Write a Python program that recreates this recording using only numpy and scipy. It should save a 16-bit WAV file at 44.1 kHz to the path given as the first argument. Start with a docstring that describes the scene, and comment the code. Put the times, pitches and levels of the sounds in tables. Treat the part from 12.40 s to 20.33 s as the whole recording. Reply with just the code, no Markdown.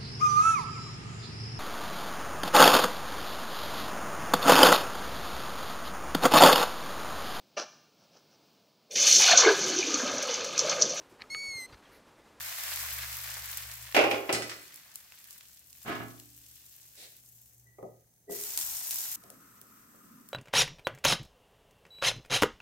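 """A fierce, close sizzle: countless tiny bubbles burst in thin batter as a hot pan is swirled over a
humming burner in a small kitchen. The pan lands and rocks, metal clinks, something thuds on the
worktop, and the frying thins as the batter dries. A metal lid swishes up, rubs and bumps into place.
Drops from it spit on the hot rim, then abruptly only a muffled, hollow simmer is left."""
import sys
import numpy as np
from scipy import signal
from scipy.fft import rfft, irfft, next_fast_len
from scipy.io import wavfile

SR = 44100
rng = np.random.default_rng(int(sys.argv[2]) if len(sys.argv) > 2 else 0)


def digitize_waveform(pressure):
    """Quantize a signal to 16-bit integers and store it at the path in sys.argv[1].

    Rows of a 2-D input are taken as channels; values are limited to [-1, 1].
    """
    field = np.atleast_2d(pressure).T
    bounded = np.clip(field, -1, 1)
    quanta = np.round(bounded * 32767).astype(np.int16)
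    wavfile.write(sys.argv[1], SR, quanta)


N = 349713
TIME = np.arange(N) / SR
SIDES = np.array([[.5], [-.5]])  # splits a left-right difference between the channels

# Table levels are relative: each layer adds its own trim.
# fader ride of the frying, fierce while the pan is swirled: t/s, level/dB
FRYING_RIDE = [(0, -42.5), (0.15, -43), (0.3, -40), (0.6, -43), (1.15, -44.5), (1.45, -51), (2.4, -58),
               (2.68, -60), (2.93, -56), (3.25, -62.5), (3.45, -56.5), (3.95, -60), (4.1, -57), (5.08, -62)]
# EQ of the frying: f/Hz, level/dB
FRYING_EQ = [(180, -47.5), (300, -22), (412, -25), (511, -16), (603, -12.5), (656, -11), (915, -7.5),
             (1150, -6), (1580, -2), (3400, -2), (7570, -1), (9710, -5), (11900, -0.5), (15200, 1),
             (16000, -8.5)]
# crossovers from wet bubbling to crackle, and from crackle to fizz: f/Hz
FRYING_CROSSOVERS = [2500, 5500]
# fizz, crackle, wet bubbling: fresh level/dB, then steps for drying/dB, lid above/dB, lid down/dB
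BAND_STAGES = [(0, 0, 0, -12.5), (-6.5, -4, -6, -18), (-6, -12, -3.5, -3.5)]
# stereo lean of every sizzle: f/Hz, left-right/dB
SIZZLE_BALANCE = [(500, -2), (2000, -0.4), (6000, -2.1), (9000, 3), (13000, 5), (16000, 2)]
# the burner's two resonances: f/Hz, width/Hz
BURNER_DRONES = [(69, 22), (118, 12)]
# their fader rides: t/s, low drone/dB, upper drone/dB
BURNER_RIDE = [(0, -57, -56), (0.15, -69.5, -72), (0.45, -53, -59), (1.45, -59, -58), (2.4, -84, -82.5),
               (3.35, -75.5, -78), (4.1, -71, -67.5), (4.6, -81.5, -76), (5.15, -72.5, -67),
               (5.5, -77.5, -61.5), (5.7, -88, -74), (6.35, -69, -71), (6.55, -118, -72), (7.9, -93, -81.5)]
# EQ of the room tone: f/Hz, level/dB
AIR_EQ = [(20, -15.5), (55, 2.5), (150, 5), (280, -2), (450, -6.5), (800, -7.5), (1500, -26.5), (4000, -15),
          (16000, -8.5)]
# how alike left and right are in the room: f/Hz, coherence/0-1
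COHERENCE = [(60, 0.8), (250, 0.79), (500, 0.71), (1000, 0.062), (2000, 0), (16000, 0.067)]
# the largest bubbles bursting: t/s, level/dB, centre f/Hz, left-right/dB
BIG_POPS = [(0.7688, -23, 12400, 4), (1.172, -15.5, 13300, 5), (1.3145, -27.5, 5500, -2),
            (1.3528, -33, 13000, 1.5), (1.524, -28.5, 2600, -2), (2.342, -30.5, 12200, 0),
            (2.359, -30.5, 12000, -3), (2.5565, -22.5, 12500, 1), (2.7216, -35.5, 1900, -3),
            (2.8417, -34, 14000, -4), (2.9075, -32, 7850, 1.5), (3.0085, -36.5, 2800, -2),
            (3.329, -36, 8040, -3.5), (3.7987, -34, 5940, 1), (6.1748, -13, 9500, 0),
            (6.5085, -17, 9400, 3), (6.837, -40.5, 9000, -6), (6.9018, -31, 10000, 0),
            (7.2141, -32.5, 12200, -3), (7.888, -32.5, 12900, 0)]

# Struck objects have hits (t/s, level/dB, tilt/dB per octave), an EQ for their noise (f/Hz, level/dB)
# and ringing modes (f/Hz, level/dB, t60/s).
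# the pan lands and rocks on the burner
PAN_HITS = [(1.546, -23, 4.5), (1.564, -18.5, 2.4), (1.573, -20, 1), (1.590, -19.5, 0.84),
            (1.612, -29, 3.7), (1.638, -22.5, 0), (1.711, -27, 4), (1.741, -30.5, -0.5), (1.892, -25, 0.2)]
PAN_EQ = [(110, -54), (180, -23.5), (370, -5.5), (490, -12), (584, -3.5), (747, -8.5), (802, -13.5),
          (1010, -13.5), (1380, -14), (1740, -17.5), (2430, -11.5), (3900, -28), (5250, -30), (9720, -47.5),
          (12000, -41), (15600, -68), (22000, -120)]
PAN_RING = [(116, -19, .8), (257, -13, .7), (290, -8, .7), (329, -4, .6), (372, 0, .6), (402, -3, .6),
            (444, -4, .6), (473, -4, .55), (526, 0, .55), (576, -3, .5), (644, -4, .55), (700, -6, .55),
            (790, 0, .45), (820, 0, .45), (1077, -14, .7), (1410, -10, .6), (2213, -9, .5), (2441, -7, .55),
            (2672, -7, .6), (2854, -9, .55), (2886, -10, .55), (3316, -13, .55)]
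# bright metal clinks
CLINK_HITS = [(1.926, -29, 10.3), (1.947, -33, 4.9), (2.021, -38.5, 4), (2.095, -42, 4.4),
              (2.115, -42.5, 1.3)]
CLINK_EQ = [(530, -16), (900, -5), (1260, 3.5), (1770, 3.5), (1990, 2), (3380, -5), (5480, -8.5),
            (5960, -15), (8050, -12.5), (15100, -39.5), (16000, -33)]
CLINK_RING = [(1280, -6, .7), (1985, 0, .55), (2004, -1, .55), (2250, -3, .55), (2510, -1, .65),
              (2620, -3, .6), (2988, -5, .5), (4011, -5, .55), (4240, -3, .65), (4856, 4, .35),
              (5330, -1, .35), (5512, 2, .38), (5582, 2, .35), (5690, 0, .38), (6350, -4, .35),
              (6498, -2, .38), (9286, -7, .3)]
# dull, rattling thuds on the worktop
THUD_HITS = [(1.930, -35, -3.5), (3.446, -48.5, -3), (3.457, -40.5, 1), (3.474, -34.5, .5), (3.491, -33, 0),
             (3.513, -37.5, 1.5), (3.546, -39, 2), (3.597, -38, -2)]
THUD_EQ = [(35, -50), (60, -20), (117, -23), (171, -12), (357, -11.5), (531, -19), (683, -10.5), (996, -23),
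           (1060, -11), (1650, -15), (2510, -23), (2840, -21), (9000, -44.5), (11700, -69), (19800, -120)]
THUD_RING = [(116, -2, .7), (145, -13, .6), (208, -13, .6), (258, -9, .7), (296, -11, 1.1), (352, -9, .65),
             (419, -8, .5), (630, -12, .5), (690, -11, .5), (791, -12, .5), (942, -10, .45),
             (1058, -10, .42), (1082, -11, .42), (1152, -14, .55), (1254, -9, .48), (1320, -7, .4),
             (1475, -9, .4), (1694, -7, .38), (2046, -9, .35), (2229, -11, .4), (2400, -10, .35),
             (2837, -14, .35)]
# the lid bumps on the pan
LID_HITS = [(5.385, -41, 2), (5.428, -35, -2), (5.447, -46, -7), (5.897, -39, -10), (6.838, -52.5, 8),
            (6.902, -53.5, 5), (7.213, -58, -2), (7.542, -59.5, -9.5)]
LID_EQ = [(88, -49), (150, -22), (284, -18.5), (394, -13), (430, -10), (684, -8.5), (947, -23.5),
          (1280, -24), (1560, -53), (2010, -28.5), (3000, -59), (3900, -98), (6600, -120)]
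LID_RING = [(383, -4, 0.34), (536, -8.5, 0.43), (651, -36, 0.41), (746, -27, 0.59), (851, -32, 0.42),
            (1240, -18, 0.22), (1249, -28, 0.55)]

# fader ride of the lid's swish: t/s, level/dB
SWISH_RIDE = [(4.53, -94), (4.58, -54.5), (4.64, -51), (4.69, -59.5), (4.8, -73)]
# EQ of the swish: f/Hz, level/dB
SWISH_EQ = [(150, -19.5), (450, -0.5), (650, -2), (1100, -15), (2000, 1), (3000, -2.5), (3800, 5),
            (5500, -0.5), (9000, -2.5), (16000, -8)]
# the rim rubs on the pan: t/s, level/dB, tilt/dB per octave, swell/s
RIM_RUBS = [(5.25, -76.5, 15.5, 0.017), (5.866, -34.5, 1.5, 0.035)]
# lid modes that sing when rubbed: f/Hz, level/dB, t60/s
RIM_RING = [(283, -18.5, 0.54), (409, -1.5, 0.46), (614, -21.5, 0.29), (683, -17, 0.31), (1960, -24, 0.8),
            (1990, -36.5, .5)]
# EQs of the spitting, the simmer and its hollow rumble: f/Hz, level/dB
SPIT_EQ = [(180, -19.5), (300, -17.5), (405, -24.5), (470, -23.5), (667, -14.5), (900, -11), (1280, -15),
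           (1900, -10.5), (4300, -8), (5520, -2), (8220, 0), (10000, -5.5), (12500, 2), (15200, 1),
           (16000, -8)]
SIMMER_EQ = [(500, 1), (800, -5), (1080, 10), (1300, 13.5), (1520, 6), (1850, 3.5), (2300, -2), (3200, -6),
             (4200, -7), (5700, -1.5), (7000, -2.5), (8300, 2.5), (10000, -7.5), (12500, 4.5), (16000, -2)]
RUMBLE_EQ = [(41, -54.5), (70, -30), (92, -39.5), (130, -11), (163, -5), (221, 1), (289, -0.5),
             (356, -16.5), (568, -26), (750, -48.5), (980, -57), (1650, -120)]
# swells of that rumble: t/s, half width/s, rise/dB
RUMBLE_SWELLS = [(6.94, 0.12, 5.5), (7.73, 0.18, 9)]

# the batter dries, the lid is brought over it, the lid is lowered: start/s, length/s
DRYING, LID_ABOVE, LID_DOWN = (2.45, 1.04), (4.75, 0.16), (5.07, 0.3)
SPIT_START_S, SHUT_S = 5.89, 6.758  # spitting starts; hard cut to the simmer


def amp(db):
    """Decibels to gain."""
    return 10 ** (np.asarray(db) / 20)


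def unit_rms(x):
    """Scales a sound so that its mid has rms 1."""
    return x / np.sqrt(np.mean(x.mean(0) ** 2) + 1e-20)


def read(points, hz):
    """Reads a table on a log-frequency axis."""
    f, value = np.transpose(points)
    return np.interp(np.log(hz + 1), np.log(f + 1), value)


def ride(rows, column=1):
    """Gain over time from one dB column of a fader ride."""
    rows = np.asarray(rows)
    return amp(np.interp(TIME, rows[:, 0], rows[:, column]))


def ramp(start_s, length_s):
    """Linear fade from 0 to 1."""
    return np.clip((TIME - start_s) / length_s, 0, 1)


def add(mix, s, sound):
    """Mixes a stereo sound in at time s."""
    part = mix[:, round(s * SR):][:, :sound.shape[1]]
    part += sound[:, :part.shape[1]]


def filtered(x, gain):
    """Applies gain(Hz) to each channel."""
    size = next_fast_len(x.shape[1], True)
    return irfft(rfft(x, size) * gain(np.fft.rfftfreq(size, 1 / SR)), size)[:, :x.shape[1]]


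def peak(hz, centre, width):
    """Resonance curve; a low-pass when centred on 0."""
    return 1 / (1 + ((hz - centre) / width) ** 2)


def diffuse(gain, size=N):
    """Coloured noise from all round: centred in the bass, wide in the treble."""
    mid, side = rng.standard_normal((2, 1, size))
    mid = filtered(mid, lambda hz: gain(hz) * np.sqrt(1 + read(COHERENCE, hz)))
    side = filtered(side, lambda hz: gain(hz) * np.sqrt(1 - read(COHERENCE, hz)))
    return unit_rms(mid + 2 * SIDES * side)


def wander(rate_hz):
    """Smooth random modulation of rms 1."""
    return unit_rms(filtered(rng.standard_normal((1, N)), lambda hz: peak(hz, 0, rate_hz)))[0]


def bubble_band(hz, centre, octaves):
    """The broad spectrum of one bursting bubble."""
    return peak(np.log2((hz + 1) / centre), 0, octaves)


def pan_echoes(near_db=0, near_s=0.0055, room_db=-5, room_t60=.36):
    """Impulse response from a random spot on the pan: direct click, pan and worktop echoes, room."""
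    t = np.arange(SR // 4) / SR
    near = rng.standard_normal((2, len(t))) * (rng.random((2, len(t))) < .15) * np.exp(-t / near_s)
    room = rng.standard_normal((2, len(t))) * amp(-60 * t / room_t60)
    taps = sum(amp(db) * x / np.linalg.norm(x[0]) for db, x in [(near_db, near), (room_db, room)])
    taps = np.pad(taps, ((0, 0), (72, 0)))
    taps[[0, 1], [64, 64 + rng.integers(-5, 5)]] += 1  # direct click, placed by a tiny delay
    return taps


def sizzle(eq, per_s, spread_db, hiss_db, clump_db, bands=16):
    """Countless tiny bubbles burst in clumps, each size in its own band, over a hiss of steam."""
    centres = np.geomspace(1200, 15000, bands)
    count = int(np.ceil(per_s * N / SR / bands))
    clumps, bubbles = amp(clump_db * wander(22)), np.zeros((2, N))
    for centre in centres:
        onsets = rng.integers(0, N, count)
        sizes = amp(spread_db * np.minimum(rng.exponential(1, count), 5.2))
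        clicks = np.bincount(onsets, sizes * rng.choice([-1, 1], count), N)
        burst = filtered(pan_echoes(), lambda hz: bubble_band(hz, centre, .86)
                         / np.linalg.norm(bubble_band(hz, centres[:, None], .8), axis=0))
        bubbles += signal.oaconvolve(clicks[None], burst, axes=1)[:, :N]
    hiss = amp(hiss_db) * unit_rms(rng.standard_normal((2, N)))
    blend = clumps * (unit_rms(bubbles) + hiss) / np.hypot(1, amp(hiss_db))
    return unit_rms(filtered(blend, lambda hz: amp(read(eq, hz) + SIDES * read(SIZZLE_BALANCE, hz))))


def frying_gains():
    """Gains of fizz, crackle and wet bubbling: drying takes the wet first, the lid dulls all three."""
    stages = np.array([np.ones(N), ramp(*DRYING), ramp(*LID_ABOVE), ramp(*LID_DOWN)])
    return ride(FRYING_RIDE) * amp(np.array(BAND_STAGES) @ stages)


def frying(gap_hz=6200, gap_width_hz=260, gap_db=6, steam_db=5):
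    """The batter fries in three bands; as the lid comes down, the gap under it rings."""
    fresh = np.clip(1.4 - TIME, 0, 1)  # fresh batter steams in a finer, more even hiss
    fry = sizzle(FRYING_EQ, per_s=3000, spread_db=4, hiss_db=-6 + steam_db * fresh, clump_db=.5)
    gap = amp(gap_db) * ramp(*LID_DOWN) * filtered(fry, lambda hz: peak(hz, gap_hz, gap_width_hz) ** 2)
    wet, body = (filtered(fry, lambda hz: 1 / (1 + (hz / edge) ** 20)) for edge in FRYING_CROSSOVERS)
    fizz, crackle = fry - body + gap, body - wet
    return sum(unit_rms(band) * gain for band, gain in zip([fizz, crackle, wet], frying_gains()))


def burner(trim_db=-1, flutter=.25, waver=.1, air_db=-70.5):
    """The stove hums in two low, wavering drones over a bed of room tone."""
    out = amp(air_db) * diffuse(lambda hz: amp(read(AIR_EQ, hz)))
    for column, (centre, width) in enumerate(BURNER_DRONES, 1):
        pitch_hz = centre + width * waver * wander(3.9)
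        tone = np.sin(2 * np.pi * np.cumsum(pitch_hz) / SR)
        rumble = diffuse(lambda hz: peak(hz, centre, width) ** 2)
        out += unit_rms(tone + flutter * rumble) * amp(trim_db) * ride(BURNER_RIDE, column)
    return out


def stray_pops(count=120, per_s=8.8, lift_db=15, spread_db=3, centre_hz=12300):
    """Rows like BIG_POPS for smaller, random bubbles that ride on the level of fizz and spitting."""
    bed_db = 20 * np.log10(frying_gains()[0] + spitting_gain())
    times = np.cumsum(rng.exponential(1, count)) / per_s
    return [(s, bed_db[int(s * SR)] + lift_db + spread_db * size, centre_hz * 2 ** (.3 * pitch), 3 * side)
            for s, (size, pitch, side) in zip(times, rng.standard_normal((count, 3))) if .01 < s < SHUT_S]


def pops(trim_db=8):
    """Single bubbles crack one by one, each with a brief spray."""
    out = np.zeros((2, N))
    for s, db, balance_db, centre in [(s, db, lr, hz) for s, db, hz, lr in BIG_POPS + stray_pops()]:
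        echoes = pan_echoes(near_db=3, near_s=.002, room_db=-3)
        pop = filtered(echoes, lambda hz: bubble_band(hz, centre, octaves=1.3))
        add(out, s - .001, amp(db + trim_db + SIDES * balance_db) * pop / np.linalg.norm(pop.mean(0)))
    return out


def strike(hits, eq, modes, ring_db, crack_db, crack_s, bass_t60, treble_t60, rise_s):
    """Each hit is a short crack, a dense tail with separate bass and treble decays, and ringing modes."""
    out, t = np.zeros((2, N)), np.arange(SR) / SR
    mode_hz, mode_db, mode_t60 = np.transpose(modes)[:, :, None, None]
    decays = amp(mode_db - 60 * t / np.minimum(mode_t60, 1))  # t60 capped at 1 s
    stereo_angle = np.arccos(read(COHERENCE, mode_hz))
    for s, db, tilt_db in hits:
        noise = diffuse(lambda hz: amp(read(eq, hz) + tilt_db * np.log2(hz / 1000 + .069)), size=SR)
        bass = filtered(noise, lambda hz: peak(hz, 0, 1000))
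        tail = bass * amp(-60 * t / bass_t60) + (noise - bass) * amp(-60 * t / treble_t60)
        crack = amp(crack_db) * noise * np.exp(-t / crack_s)
        phase = 2 * np.pi * rng.random(mode_hz.shape)
        phase = phase + SIDES * stereo_angle * rng.choice([-1, 1], mode_hz.shape)
        ring = (decays * np.sin(2 * np.pi * mode_hz * t + phase)).sum(0)
        ring *= amp(ring_db) / np.linalg.norm(amp(mode_db))
        add(out, s, amp(db) * (crack + .5 * tail + ring) * (1 - np.exp(-t / rise_s)))
    return out


def pan_landing():
    """The pan clanks onto the burner and rocks, ringing in the low mids."""
    return amp(-1.15) * strike(PAN_HITS, PAN_EQ, PAN_RING, ring_db=-1.5, crack_db=-2, crack_s=.0072,
                               bass_t60=.64, treble_t60=.38, rise_s=.00075)


def clinks():
    """Light hits on metal: a sharp attack and a bright ring."""
    return amp(-6) * strike(CLINK_HITS, CLINK_EQ, CLINK_RING, ring_db=2.5, crack_db=6, crack_s=.013,
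                            bass_t60=.87, treble_t60=.72, rise_s=.00023)


def thuds():
    """Soft-edged, rattling hits boom through the worktop."""
    return amp(1.5) * strike(THUD_HITS, THUD_EQ, THUD_RING, ring_db=-1.5, crack_db=-15, crack_s=.012,
                             bass_t60=.5, treble_t60=.36, rise_s=.004)


def lid_swish():
    """A breath of noise as the lid is picked up."""
    gate = (TIME > SWISH_RIDE[0][0]) & (TIME < SWISH_RIDE[-1][0])
    return diffuse(lambda hz: amp(read(SWISH_EQ, hz))) * ride(SWISH_RIDE) * gate


def rim_rubs(grit=.39, grit_width_hz=55):
    """The lid's modes swell and ring unevenly where its rim slides on the pan."""
    out, t = np.zeros((2, N)), np.arange(SR) / SR
    for s, db, tilt_db, swell_s in RIM_RUBS:
        for hz, mode_db, t60 in RIM_RING:
            attack = np.minimum(t / swell_s, 1) ** 2
            decay = amp(db + mode_db - 60 * np.maximum(t - swell_s, 0) / t60)
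            scrape = diffuse(lambda f: peak(f, hz, grit_width_hz), size=SR)
            tone = np.sin(2 * np.pi * hz * (t + SIDES * .0004))
            add(out, s, amp(tilt_db * np.log2(hz / 400)) * attack * decay * (tone + grit * scrape))
    return out


def lid_bumps():
    """The lid, held by its knob, knocks on the pan; its treble dies at once."""
    return strike(LID_HITS, LID_EQ, LID_RING, ring_db=-7.5, crack_db=-19.5, crack_s=.0015,
                  bass_t60=.38, treble_t60=.078, rise_s=.00023)


def spitting_gain(full_db=-40, build_db=4.5, build_s=.19, flare_db=-28.5, flare_s=.08):
    """The spitting builds up, flares after each big pop and stops dead."""
    flares = sum(amp(db) * (TIME > s) * np.exp(-abs(TIME - s) / flare_s)
                 for s, db, _, _ in BIG_POPS if SPIT_START_S < s < SHUT_S)
    steady = amp(full_db + build_db * (ramp(SPIT_START_S, build_s) - 1))
    gate = ramp(SPIT_START_S, .032) * (1 - ramp(SHUT_S, .002))
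    return gate * (steady + amp(flare_db) * flares)


def spitting():
    """Drops from the lid spit on the hot rim."""
    return sizzle(SPIT_EQ, per_s=3500, spread_db=3, hiss_db=-6.5, clump_db=.1) * spitting_gain()


def simmer(start_db=-60, settle_db=2, settle_s=.99, rumble_db=-68):
    """The shut pan bubbles and settles a little, over a hollow rumble that swells twice."""
    bubbles = sizzle(SIMMER_EQ, per_s=5900, spread_db=1.5, hiss_db=-6.5, clump_db=.7)
    bubbles *= amp(start_db - settle_db * ramp(SHUT_S, settle_s))
    swells_db = sum(db * np.exp(-((TIME - s) / width) ** 2) for s, width, db in RUMBLE_SWELLS)
    rumble = diffuse(lambda hz: amp(read(RUMBLE_EQ, hz))) * amp(rumble_db + swells_db)
    return ramp(SHUT_S, .002) * (bubbles + rumble)


def scene():
    """The full stereo mix at the stove."""
    bed = frying() + burner() + pops()
    knocks = (pan_landing() + clinks() + thuds()) * amp(SIDES * -1.5)  # a touch to the right
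    lid = lid_swish() + rim_rubs() + lid_bumps()
    return bed + knocks + lid + spitting() + simmer()


def record(dry, cutoff_hz=16000):
    """A steep low-pass takes the very top off the mix."""
    lowpass = signal.firwin(511, cutoff_hz, window=("kaiser", 9), fs=SR)
    return signal.oaconvolve(dry, lowpass[None], "same")


dry = scene()
out = record(dry)
digitize_waveform(out)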